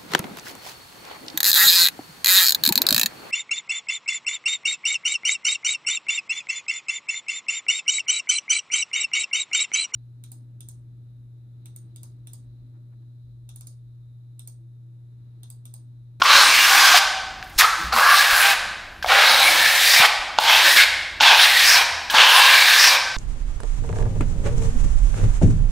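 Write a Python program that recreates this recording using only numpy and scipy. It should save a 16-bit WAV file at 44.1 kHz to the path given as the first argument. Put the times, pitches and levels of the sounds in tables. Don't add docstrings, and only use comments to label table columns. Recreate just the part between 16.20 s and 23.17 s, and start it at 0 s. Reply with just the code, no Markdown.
import sys
import numpy as np
from scipy import signal
from scipy.fft import rfft, irfft, next_fast_len
from scipy.io import wavfile
from scipy.ndimage import uniform_filter1d, map_coordinates

SR = 44100
rng = np.random.default_rng(int(sys.argv[2]) if len(sys.argv) > 2 else 0)


def volts(x):
    e = np.asarray(x, float) / 20
    return 10 ** e


def pcm_store(signal):
    levels = np.round(np.clip(np.atleast_2d(signal), -1, 1) * 32767)
    wavfile.write(sys.argv[1], SR, levels.astype(np.int16).T)


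N = 307244


def evened(x):
    return x / np.sqrt(np.mean(x ** 2) + 1e-20)


def coloured(x, points):
    size = next_fast_len(len(x))
    f, db = np.transpose(points)
    hz = np.fft.rfftfreq(size, 1 / SR)
    curve_db = np.interp(np.log(hz + 1), np.log(f + 1), db)
    return irfft(rfft(x, size) * volts(curve_db), size)[:len(x)]


def add(mix, s, sound):
    part = mix[round(s * SR):][:len(sound)]
    part += sound[:len(part)]


def resonate(x, hz, width_hz):
    turn = np.exp(2j * np.pi * np.cumsum(hz * np.ones(len(x))) / SR)
    r = np.exp(-np.pi * width_hz / SR)
    return 2 * (turn * signal.lfilter([1 - r], [1, -r], x / turn + 1e-18)).real


def modes(x, table):
    wider = 1 / np.sqrt(np.sqrt(2) - 1)
    total = 0
    for k, (hz, width_hz, db) in enumerate(table):
        once = resonate(x, hz, wider * width_hz)
        total = total + (-1) ** k * volts(db) * resonate(once, hz, wider * width_hz)
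    return total


def wander(count, span):
    return evened(uniform_filter1d(uniform_filter1d(rng.standard_normal(count), span), span))


def grit(count, per_s, spread_db):
    sizes_db = spread_db * np.minimum(rng.exponential(1, count), 3.2)
    sizes = volts(sizes_db) * rng.choice([-1., 1.], count)
    return evened(sizes * (rng.random(count) < per_s / SR))


def ringing(count, per_s, fixed, moving, moving_db):
    still = evened(modes(grit(count, per_s, spread_db=2.8), fixed)) * volts(1.3 * wander(count, span=1500))
    bent = evened(modes(grit(count, per_s, spread_db=2.9), moving)) * volts(1.1 * wander(count, span=1500))
    return evened((still + volts(moving_db) * bent) / np.hypot(1, volts(moving_db)))


def fizzing(t):
    # frequency in Hz, level in dB per Hz.
    sand_colour = [(2940, -2), (5000, 14.5), (6440, 13), (14400, 14.5), (15600, 14)]
    sand = coloured(grit(len(t), 16000, spread_db=1.0), sand_colour)
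    since = t - t[0] - min(.32 * (t[-1] - t[0]), .26)
    gap_s = .0002 * (1 + 2.6 * since)
    bounce = map_coordinates(sand, [np.arange(len(t)) - SR * gap_s], order=3)
    sand = sand + .55 * np.exp(-(since / .06) ** 2) * bounce
    peak_hz = 10000 + 740 * wander(len(t), span=3000)
    return evened(sand + 0.014 * modes(sand, [(peak_hz, 2500, 0)]))


def stroke(rows, grip, load):
    # frequency in Hz, width in Hz, level in dB.
    blade = [(1535, 152, 10), (2233, 1190, 4)]
    # frequency in Hz, width in Hz, level in dB.
    panel = [(542, 155, -3), (770, 107, 6.5), (1197, 540, 1.5)]
    # time in s, half width in s, rasp in dB, rasp shift in Hz.
    patches = [(.15, 0.055, -1.5, 105), (.36, 0.24, -0.5, -400), (.55, 0.13, -2, 300), (1.8, 0.1, 3, 495),
               (1.98, 0.041, 6, -100), (2.3, 0.042, 0.5, -500), (2.93, 0.07, -3.5, 82),
               (3.12, 0.073, -1, 183), (3.5, 0.092, -2, 97), (3.84, 0.036, -1, -300),
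               (4.3, 0.072, 3.5, -300), (4.63, 0.045, 0.5, 102), (5.09, 0.054, 2.5, -200),
               (5.225, 0.023, 3.5, 287), (5.34, 0.05, -1, 107), (6.02, 0.058, 1, -300),
               (6.19, 0.055, 1, 120), (6.45, 0.16, -2, 404)]
    upper_hz, upper_db, wall_bend_db, rasp_bend_db, palm_db = grip
    flat_hz, edge_hz, load_db, load_hz, turn_hz = load
    s, *columns = np.transpose(rows)
    t = np.arange(s[0], s[-1], 1 / SR)
    press_db, flat, speed = (np.interp(t, s, c) for c in columns)

    turn = np.exp(-((s[-1] - 0.14 - t) / 0.046) ** 2)
    edge_flex_hz, flat_ring_hz = 1150, 1500
    flex_hz = flat_hz + (edge_flex_hz - flat_hz) * np.clip(1 - 2.7 * flat, 0, 1)
    low_hz = flat_ring_hz + (edge_hz - flat_ring_hz) * np.clip(1 - 1.54 * flat, 0, 1)
    high_hz = upper_hz + 270 * (.3 - flat)
    at, half, patch_db, patch_hz = np.transpose(patches)
    on_patch = np.exp(-((t[:, None] - at) / half) ** 2)
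    gritty_db = on_patch @ patch_db
    rasp_hz = np.minimum(load_hz + turn_hz * turn + on_patch @ patch_hz, 5160)
    judder = wander(len(t), span=300)

    wall = ringing(len(t), 3000, panel, [(flex_hz, 240, 0)], wall_bend_db)
    steel = [(blade[0][0], blade[0][1], blade[0][2] + palm_db)] + blade[1:]
    free_db = -4 - 3 * (low_hz - flat_ring_hz) / 350 - 0.79 * gritty_db
    ring = ringing(len(t), 5000, steel, [(low_hz, 170, 0), (high_hz, 200, upper_db)], free_db)
    rasp = ringing(len(t), 9000, [(4320, 2400, 0)], [(rasp_hz, 1100, 0)], rasp_bend_db)
    fizz = fizzing(t)

    sound = volts(-22 + 26 * flat + 0.35 * judder) * wall
    ring_db = -5 + 1.9 * flat - 0.34 * gritty_db + 1.24 * judder
    sound += volts(ring_db) * ring * np.minimum((t - t[0]) / .02, 1)
    sound += volts(-6 + load_db + 2.1 * speed + 0.5 * turn + gritty_db + 0.47 * judder) * rasp
    sound += volts(-22.5 + 28 * speed + 0.75 * judder) * fizz
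    fade = np.minimum(np.minimum((t - t[0]) / .003, (t[-1] - t) / .022), 1)
    return s[0], volts(press_db) * sound * fade


def add_strokes(trowel):
    # time in s, pressure in dB, blade flat on the wall 0-1, speed 0-1.
    sweep_1 = [(.03, -24.5, 0.4, 0.7), (.06, -16.5, 0.8, 0.27), (.155, -11, 0.5, 0.48),
               (.22, -14.5, 0.76, 0.5), (.29, -16.5, 0.3, 0.46), (.345, -16.5, 0.29, 0.66),
               (.55, -14, 0.49, 0.68), (.745, -12, 0.47, 0.49), (0.797, -11, 0.2, 0.75)]
    flick = [(1.377, -23, .02, 0.46), (1.389, -12.5, 0.09, 0.98), (1.41, -11, 0.57, 0.76),
             (1.43, -20.5, 0.91, 0.58), (1.447, -17.5, 0.93, .1), (1.49, -54, 0.84, .02),
             (1.6, -33, 0.37, 0.58), (1.7, -39, 0.56, 0.62)]
    sweep_2 = [(1.724, -16.5, 1, 0.26), (1.758, -25.5, 0.84, 0.88), (1.766, -23, 0.98, 0.79),
               (1.87, -16.5, 0.51, 0.52), (1.99, -14, 0.2, 0.67), (2.06, -16, 0.3, 0.5),
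               (2.15, -17, 0.5, 0.7), (2.32, -12, 0.22, 0.49), (2.358, -20, 0.12, .3)]
    sweep_3 = [(2.868, -28, 0.44, 0.58), (2.903, -16.5, 0.79, 0.37), (2.943, -12.5, 0.53, 0.33),
               (3.113, -16, 0.6, 0.59), (3.597, -17.5, 0.31, 0.71), (3.677, -16, 0.082, 0.83),
               (3.786, -13, 0.31, 0.67), (3.846, -14.5, 0.74, 0.46), (3.877, -9.5, 0.31, 0.61)]
    sweep_4 = [(4.195, -27, 0.19, 0.67), (4.22, -22, 0.24, 0.59), (4.295, -12.5, 0.59, 0.24),
               (4.325, -14, 0.52, 0.27), (4.51, -11, 0.039, 0.64), (4.553, -23.5, 0, 1),
               (4.567, -10.5, 0.0, 0.65), (4.615, -12, 0.065, 0.57), (4.659, -12.5, 0.17, 0.22)]
    sweep_5 = [(5.012, -12.5, 0.49, 0.33), (5.132, -11.5, 0.6, 0.27), (5.176, -16.5, 0.48, 0.6),
               (5.252, -10, 0.13, 0.43), (5.306, -18.5, 0.072, 0.69), (5.396, -13.5, .02, 0.56),
               (5.478, -11.5, 0.044, 0.64), (5.544, -12.5, 0.29, 0.62), (5.644, -21.5, 0.9, 0.51)]
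    sweep_6 = [(5.9, -25, 0.5, 0.77), (5.93, -28.5, 0.85, 0.77), (5.946, -12.5, 0.66, 0.22),
               (6.044, -12, 0.57, 0.26), (6.098, -18, 0.61, 0.71), (6.152, -13.5, 0.48, 0.54),
               (6.468, -14, 0.14, 0.59), (6.65, -11, 0.14, 0.55), (6.78, -21.5, 0.85, 0.65)]
    # upper blade mode in Hz, its level in dB, share of the bending modes
    # in the wall in dB and in the rasp in dB, palm damping the steel in dB.
    grips = [(2280, -23, 11, -6.5, -4), (2170, -2, 9, 2, -8), (2290, -29, -1, 5, -4),
             (2320, -2.5, -16, 4, -3), (2250, -4, 5, 4, -3), (2320, -9, 3.5, 7.5, -0.5),
             (2380, -7, 1.5, 7, -2)]
    # flex in Hz when flat, low ring in Hz on edge, rasp in dB,
    # rasp in Hz, rise of the rasp at the wrist turn in Hz.
    loads = [(1117, 1720, 2.6, 3100, 260), (1240, 1940, -1, 4000, 30), (1140, 1740, -4.5, 3880, 30),
             (880, 2110, 1.05, 3530, 1500), (880, 1610, -0.5, 3620, 230), (930, 1880, 1, 3520, 3900),
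             (953, 1860, 2.5, 3490, 3500)]
    paths = [sweep_1, flick, sweep_2, sweep_3, sweep_4, sweep_5, sweep_6]
    for row in zip(paths, grips, loads):
        add(trowel, *stroke(*row))


def tap(s, db, hz, crack_db, t60):
    t = np.arange(3000) / SR
    ring = volts(-60 * t / t60) * np.sin(2 * np.pi * hz * t)
    crack = evened(modes(rng.standard_normal(len(t)), [(3000, 1100, 0), (5400, 2000, -9)]))
    crack = crack * volts(crack_db - 60 * t / t60)
    return s, volts(db) * (ring + crack) * np.minimum(t / 0.00025, 1)


def add_taps(trowel):
    # time in s, peak in dB, ring in Hz, bright crack in dB, time to fall 60 dB in s.
    touches = [(.018, -7, 1410, -12, 0.042), (0.0206, -1.5, 1100, -6, 0.02), (1.2267, -20, 1650, -6, 0.01),
               (1.723, -14, 1260, -12, 0.021), (1.7631, -7.5, 1150, -15, 0.022),
               (2.826, -15.5, 1620, -6, 0.017), (2.829, -29.5, 1540, -2, 0.1),
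               (2.845, -8.5, 770, -22, 0.011), (2.8455, -16, 1320, -28, 0.015),
               (2.846, -19, 2170, -20, 0.017), (2.861, -16, 704, -8, 0.034), (4.179, -27, 1500, -2, 0.088),
               (4.1866, 0.5, 880, -6.5, 0.014), (4.1866, -6, 2800, -13, 0.014),
               (4.1863, -12, 3670, -8, 0.0095), (4.187, -12.5, 1450, -27, 0.032),
               (5.0018, -17.5, 1454, -1, 0.096), (5.0076, -8, 880, 0.5, 0.035),
               (5.899, -17.5, 1660, -2, 0.062), (5.941, -9.5, 850, -11, 0.047)]
    # time in s, peak in dB, pitch in Hz.
    chatter = [(1.732, -20, 972), (1.739, -7, 1320), (1.774, -7, 1010), (1.785, -7, 1220),
               (1.815, -16, 1220), (1.832, -1, 1560), (1.865, -5, 1150), (1.887, -11, 1700)]
    # time in s, peak in dB, pitch in Hz.
    catches = [(.3606, -12, 2300), (.3795, -6, 2000), (.3875, -8, 2420), (.576, -7, 1150),
               (.745, -5.5, 800), (1.4195, -4, 1720), (1.436, -6, 1280), (1.7965, -4, 1520),
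               (1.943, -7, 1720), (2.885, -16, 1890), (2.8989, -13, 2290), (4.2179, -26, 848),
               (4.5637, -4, 1750), (4.636, -4, 2380), (5.036, -2, 2770), (5.1964, -1, 3130),
               (5.7913, -21, 1620), (5.984, 0.5, 2750)]
    for row in touches:
        add(trowel, *tap(*row))
    for s, db, hz in chatter:
        add(trowel, *tap(s, db - 3.0, hz, -22, 0.022))
    for s, db, hz in catches:
        add(trowel, *tap(s, db - 1.5, hz, -10, 0.018))


def ridge(s, length, from_hz, to_hz, db, share):
    hz = np.linspace(from_hz, to_hz, round(length * SR))
    sound = modes(grit(len(hz), 5000, spread_db=1.5), [(hz, share * from_hz, 0)])
    return s, volts(db) * evened(sound) * signal.windows.tukey(len(hz), .6)


def add_ridges(trowel):
    # start in s, length in s, from Hz, to Hz, level in dB.
    singing = [(.06, 0.18, 4040, 4150, -18), (.24, 0.24, 2320, 2260, -22.5), (.25, 0.26, 2600, 2950, -25),
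               (0.419, 0.51, 1630, 1570, -33), (.46, 0.27, 816, 780, -28), (5.193, 0.061, 3950, 3800, -22),
               (1.781, 0.19, 1350, 1424, -22), (1.76, 0.231, 1034, 1216, -21.5),
               (1.771, 0.3, 1600, 1720, -19), (2.053, 0.27, 1570, 1490, -23),
               (2.182, 0.18, 2280, 2730, -27), (2.9, 0.11, 2300, 2220, -33),
               (2.901, 0.31, 1620, 1530, -25.5), (2.978, 0.35, 3830, 4030, -22.5),
               (3.21, 0.1, 2320, 2220, -19), (3.332, 0.24, 1780, 1750, -24), (3.599, 0.27, 1790, 2020, -27),
               (3.735, 0.12, 2270, 2380, -21), (3.497, 0.38, 3630, 3650, -27),
               (3.632, 0.14, 4700, 4940, -23), (4.239, 0.16, 3150, 3300, -21.5),
               (4.284, 0.13, 2620, 2630, -19.5), (4.429, 0.13, 1700, 1950, -21),
               (4.56, 0.08, 2060, 2230, -16), (4.555, 0.065, 1860, 1480, -20),
               (5.017, 0.19, 2510, 2590, -20), (5.034, 0.23, 3100, 3260, -35),
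               (5.181, 0.29, 4050, 4180, -30), (5.268, 0.14, 2160, 1820, -21.5),
               (5.497, 0.17, 2360, 2380, -22), (5.949, 0.44, 2700, 2650, -23.5),
               (5.949, 0.36, 3030, 3060, -22), (6.286, 0.19, 2320, 2250, -20.5),
               (6.38, 0.39, 1650, 1780, -26), (6.558, 0.26, 2530, 2260, -23.5),
               (6.082, 0.33, 980, 1137, -23.5), (5.959, 0.56, 1590, 1640, -25.5),
               (3.03, 0.16, 4320, 4400, -24), (3.33, .2, 4200, 3956, -28), (3.38, .17, 2250, 2330, -28)]
    # start in s, length in s, from Hz, to Hz, level in dB.
    sheen = [(0.202, 0.11, 9500, 8400, -24), (1.76, .16, 11500, 10400, -35),
             (2.13, 0.13, 12100, 10500, -23), (3.2, .14, 11100, 9500, -24.5),
             (4.274, 0.13, 13600, 12000, -24.5), (4.434, .12, 14000, 13500, -31),
             (5.193, .1, 10500, 8500, -29), (6.123, 0.1, 11000, 8450, -21.5)]
    for row in singing:
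        add(trowel, *ridge(*row, 0.072))
    for row in sheen:
        add(trowel, *ridge(*row, 0.18))


def crumb(s, db):
    t = np.arange(900) / SR
    patter = evened(modes(rng.standard_normal(len(t)), [(13000, 5600, 0)]))
    return s, volts(db - 4.0 - 60 * t / .04) * np.minimum(t / .002, 1) * patter


def add_loose_grains(trowel):
    # time in s, peak in dB.
    crumbs = [
        (1.2261, -46),
        (1.2404, -36),
        (1.274, -41),
        (1.295, -34),
    ]
    falling = grit(6500, 2500, spread_db=-2.0) * volts(2.9 * wander(6500, span=300))
    add(trowel, 1.222, volts(-57) * np.diff(falling))
    brush = grit(2200, 6000, spread_db=-5.0)
    add(trowel, 2.824, volts(-43) * np.diff(brush))
    for row in crumbs:
        add(trowel, *crumb(*row))
    graze = evened(modes(grit(2600, 9800, spread_db=3.0), [(4550, 3500, 4), (9500, 4500, 3)]))
    add(trowel, 1.322, volts(np.linspace(-58, -43, 2600)) * graze)


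def squeak(rows):
    s, hz, db = np.transpose(rows)
    t = np.arange(s[0], s[-1], 1 / SR)
    tone = evened(resonate(rng.standard_normal(len(t)), np.interp(t, s, hz), 60))
    return s[0], volts(np.interp(t, s, db)) * tone * signal.windows.tukey(len(t), .2)


def add_squeaks(trowel):
    # time in s, pitch in Hz, level in dB.
    squeaks = [
        [(2.72, 11000, -72), (2.755, 11500, -65), (2.78, 11000, -68), (2.82, 11200, -62)],
        [(5.77, 12500, -66), (5.8, 13100, -60), (5.85, 13200, -60), (5.895, 12400, -62)],
        [(5.79, 14300, -68), (5.82, 14650, -64), (5.85, 14600, -65), (5.88, 14200, -66)],
        [(6.89, 12300, -66), (6.93, 12900, -63), (6.966, 13200, -63)],
        [(6.92, 14300, -66), (6.966, 14800, -63)],
    ]
    for rows in squeaks:
        add(trowel, *squeak(rows))


def tail():
    # frequency in Hz, time to fall 60 dB in s.
    decay = [(250, 0.45), (600, 1.57), (760, 1.43), (1100, 1.09), (1700, 1.1), (4590, 0.96), (8000, 0.82),
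             (15000, 0.28)]
    count = 5 * SR // 4
    taps = np.zeros(count)
    at = np.arange(200, count - 20, 20)
    taps[at + rng.integers(0, 20, len(at))] = rng.choice([-1., 1.], len(at))
    hz, t, z = signal.stft(taps, SR, nperseg=512)
    f, t60 = np.transpose(decay)
    band_t60 = np.interp(np.log(hz + 1), np.log(f), t60)[:, None]
    echo = signal.istft(z * volts(-60 * t / band_t60), SR, nperseg=512)[1]
    return echo / np.linalg.norm(echo)


def room(x):
    places, place_s = 8, .012
    step = np.arange(N) / SR / place_s
    echoes = np.zeros(N)
    for k in range(places):
        away = np.minimum(abs((step - k) % places - 1), 1)
        echoes += signal.fftconvolve(x * np.cos(np.pi / 2 * away), tail())[:N]
    return echoes


def ring_out(s, hz, db, t60):
    t = np.arange(SR // 2) / SR
    note = evened(modes(rng.standard_normal(len(t)), [(hz, 9, 0)]))
    return s, volts(db - 60 * t / t60) * note * signal.windows.tukey(len(t), .1)


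def hum(s, length, hz, db):
    share = np.linspace(0, 1, round(length * SR))
    tone = evened(resonate(rng.standard_normal(len(share)), hz, 5.6))
    return s, volts(db - 0.68 * share) * tone * signal.windows.tukey(len(share), .4)


def thump(s, db, hz, t60):
    t = np.arange(SR // 3) / SR
    return s, volts(db - 60 * t / t60) * np.sin(2 * np.pi * hz * t) * np.minimum(t / 0.004, 1)


def background(trowel):
    # frequency in Hz, level in dB per Hz.
    rumble_colour = [(12, -26), (20, 5.5), (59, 9), (129, -0.5), (236, -6), (300, -34), (520, -70),
                     (880, -120)]
    # time in s, level in dB.
    rumble_db = [(0.0, -55.5), (.8, -58), (1.1, -51), (1.92, -54), (2.79, -52.5), (3.18, -56), (5.9, -55.5),
                 (6.1, -62), (6.96, -52)]
    # frequency in Hz, width in Hz, level in dB.
    thrum = [(298, 150, 3)]
    # frequency in Hz, level in dB per Hz.
    hush = [(180, -33), (300, -10), (378, -10), (425, -13), (1490, -3), (8890, -28), (11400, -25),
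            (15600, -31)]
    # start in s, length in s, Hz, dB.
    hums = [(0.087, 0.12, 550, -33), (0.043, 0.48, 290, -50), (0.51, 0.27, 314, -48),
            (1.571, 0.093, 328, -45), (1.59, 0.13, 168, -45), (1.719, 0.094, 230, -43),
            (3.225, 0.23, 328, -45), (3.25, 0.28, 180, -52), (4.26, 0.094, 860, -25),
            (4.412, 0.19, 335, -45.5), (4.416, 0.1, 553, -34), (.01, 0.84, 45, -53), (4.4, 1.5, 76, -52.5),
            (6.1, .4, 42, -58), (.73, 0.04, 730, -23), (3.784, 0.067, 750, -23.5), (2.2, 0.16, 800, -28),
            (1.29, .035, 2080, -51)]
    # start in s, pitch in Hz, level in dB,
    # time to fall 60 dB in s.
    rings = [(0.8, 756, -31, 1.65), (.8, 1524, -31, 1.6), (1.44, 1657, -29, 0.85), (1.44, 1144, -29, 1),
             (1.42, 1347, -24, 0.87), (1.44, 1540, -29, 1.2), (6.769, 1552, -27.5, 1.1)]
    # time in s, level
    # in dB, pitch in Hz, time to fall 60 dB in s.
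    thumps = [(1.36, -25, 36, 0.14), (1.2, -36, 115, .1), (3.1, -41.5, 240, 0.44), (5.72, -38, 82, 0.48),
              (1.641, -28.5, 60, 0.51), (2.127, -26, 46, 0.081), (2.87, -35, 54, .2), (3.99, -35, 43, 0.18),
              (3.8, -12, 155, 0.017), (4.55, -39, 160, .06), (5.01, -37, 270, 0.21),
              (5.939, -22, 230, 0.026), (5.12, -41, 180, 0.066)]
    shake = evened(np.sqrt(abs(uniform_filter1d(trowel ** 2, size=4000))))
    a, b, c = rng.standard_normal((3, N))
    swell_db = np.interp(np.arange(N) / SR, *np.transpose(rumble_db)) + 4.0 - wander(N, span=9000)
    out = volts(swell_db) * evened(coloured(a, rumble_colour))
    out += volts(-54) * (0.7 + 0.33 * shake) * evened(modes(b, thrum))
    out += volts(-51) * evened(coloured(c, hush))
    add(out, 0, volts(-36) * evened(modes(c[:800], [(1780, 3600, 0)])))
    for row in hums:
        add(out, *hum(*row))
    for row in rings:
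        add(out, *ring_out(*row))
    for row in thumps:
        add(out, *thump(*row))
    return out


def filled(x):
    moments = [.075, .328, .449, .542, .61, .68, 3.095, 3.49, 3.559, 3.583, 4.396, 5.485, 5.58, 6.16]
    # lowest in Hz, highest in Hz.
    from_hz = [(4200, 6500), (7000, 13800)]
    side, hz = np.zeros(N), np.fft.rfftfreq(2048, 1 / SR)
    window = signal.windows.kaiser_bessel_derived(2048, 4 * np.pi) ** 2
    lows = rng.uniform(*np.transpose(from_hz), (len(moments), 2))
    for s, edges in zip(moments, lows):
        frame = x[0, round(s * SR) - 1024:][:2048][::-1]
        inside = sum((hz > low) * (hz < 1.24 * low) for low in edges)
        band = irfft(rfft(frame) * inside)
        add(side, s - 1024 / SR, volts(-1.5) * band * window)
    return x + np.array([side, -side])


def scene():
    # frequency in Hz, dB.
    send = [(900, 1), (1300, 1), (1600, -0.5), (2000, 0), (2400, -1), (3200, -0.5)]
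    # frequency in Hz, level in dB.
    mic = [(100, -48), (300, -21.5), (480, -3.5), (700, 1), (5000, -0.5), (16000, -6)]
    trowel = np.zeros(N)
    add_strokes(trowel)
    add_taps(trowel)
    add_ridges(trowel)
    add_loose_grains(trowel)
    add_squeaks(trowel)
    echoes = volts(-7) * room(coloured(trowel, send))
    heard = coloured(trowel + echoes, mic) + background(trowel)
    return np.array([heard, heard])


def roll_off(x):
    return signal.sosfilt(signal.butter(12, 15750, fs=SR, output="sos"), x)


def record(dry):
    clipped = np.clip(dry, -.985, .985)
    low_pass = signal.firwin(511, 15750, window=("kaiser", 9), fs=SR)
    limited = signal.oaconvolve(clipped, low_pass[None], "same")
    mix = filled(limited)
    return roll_off(mix)


dry = scene()
out = record(dry)
pcm_store(out)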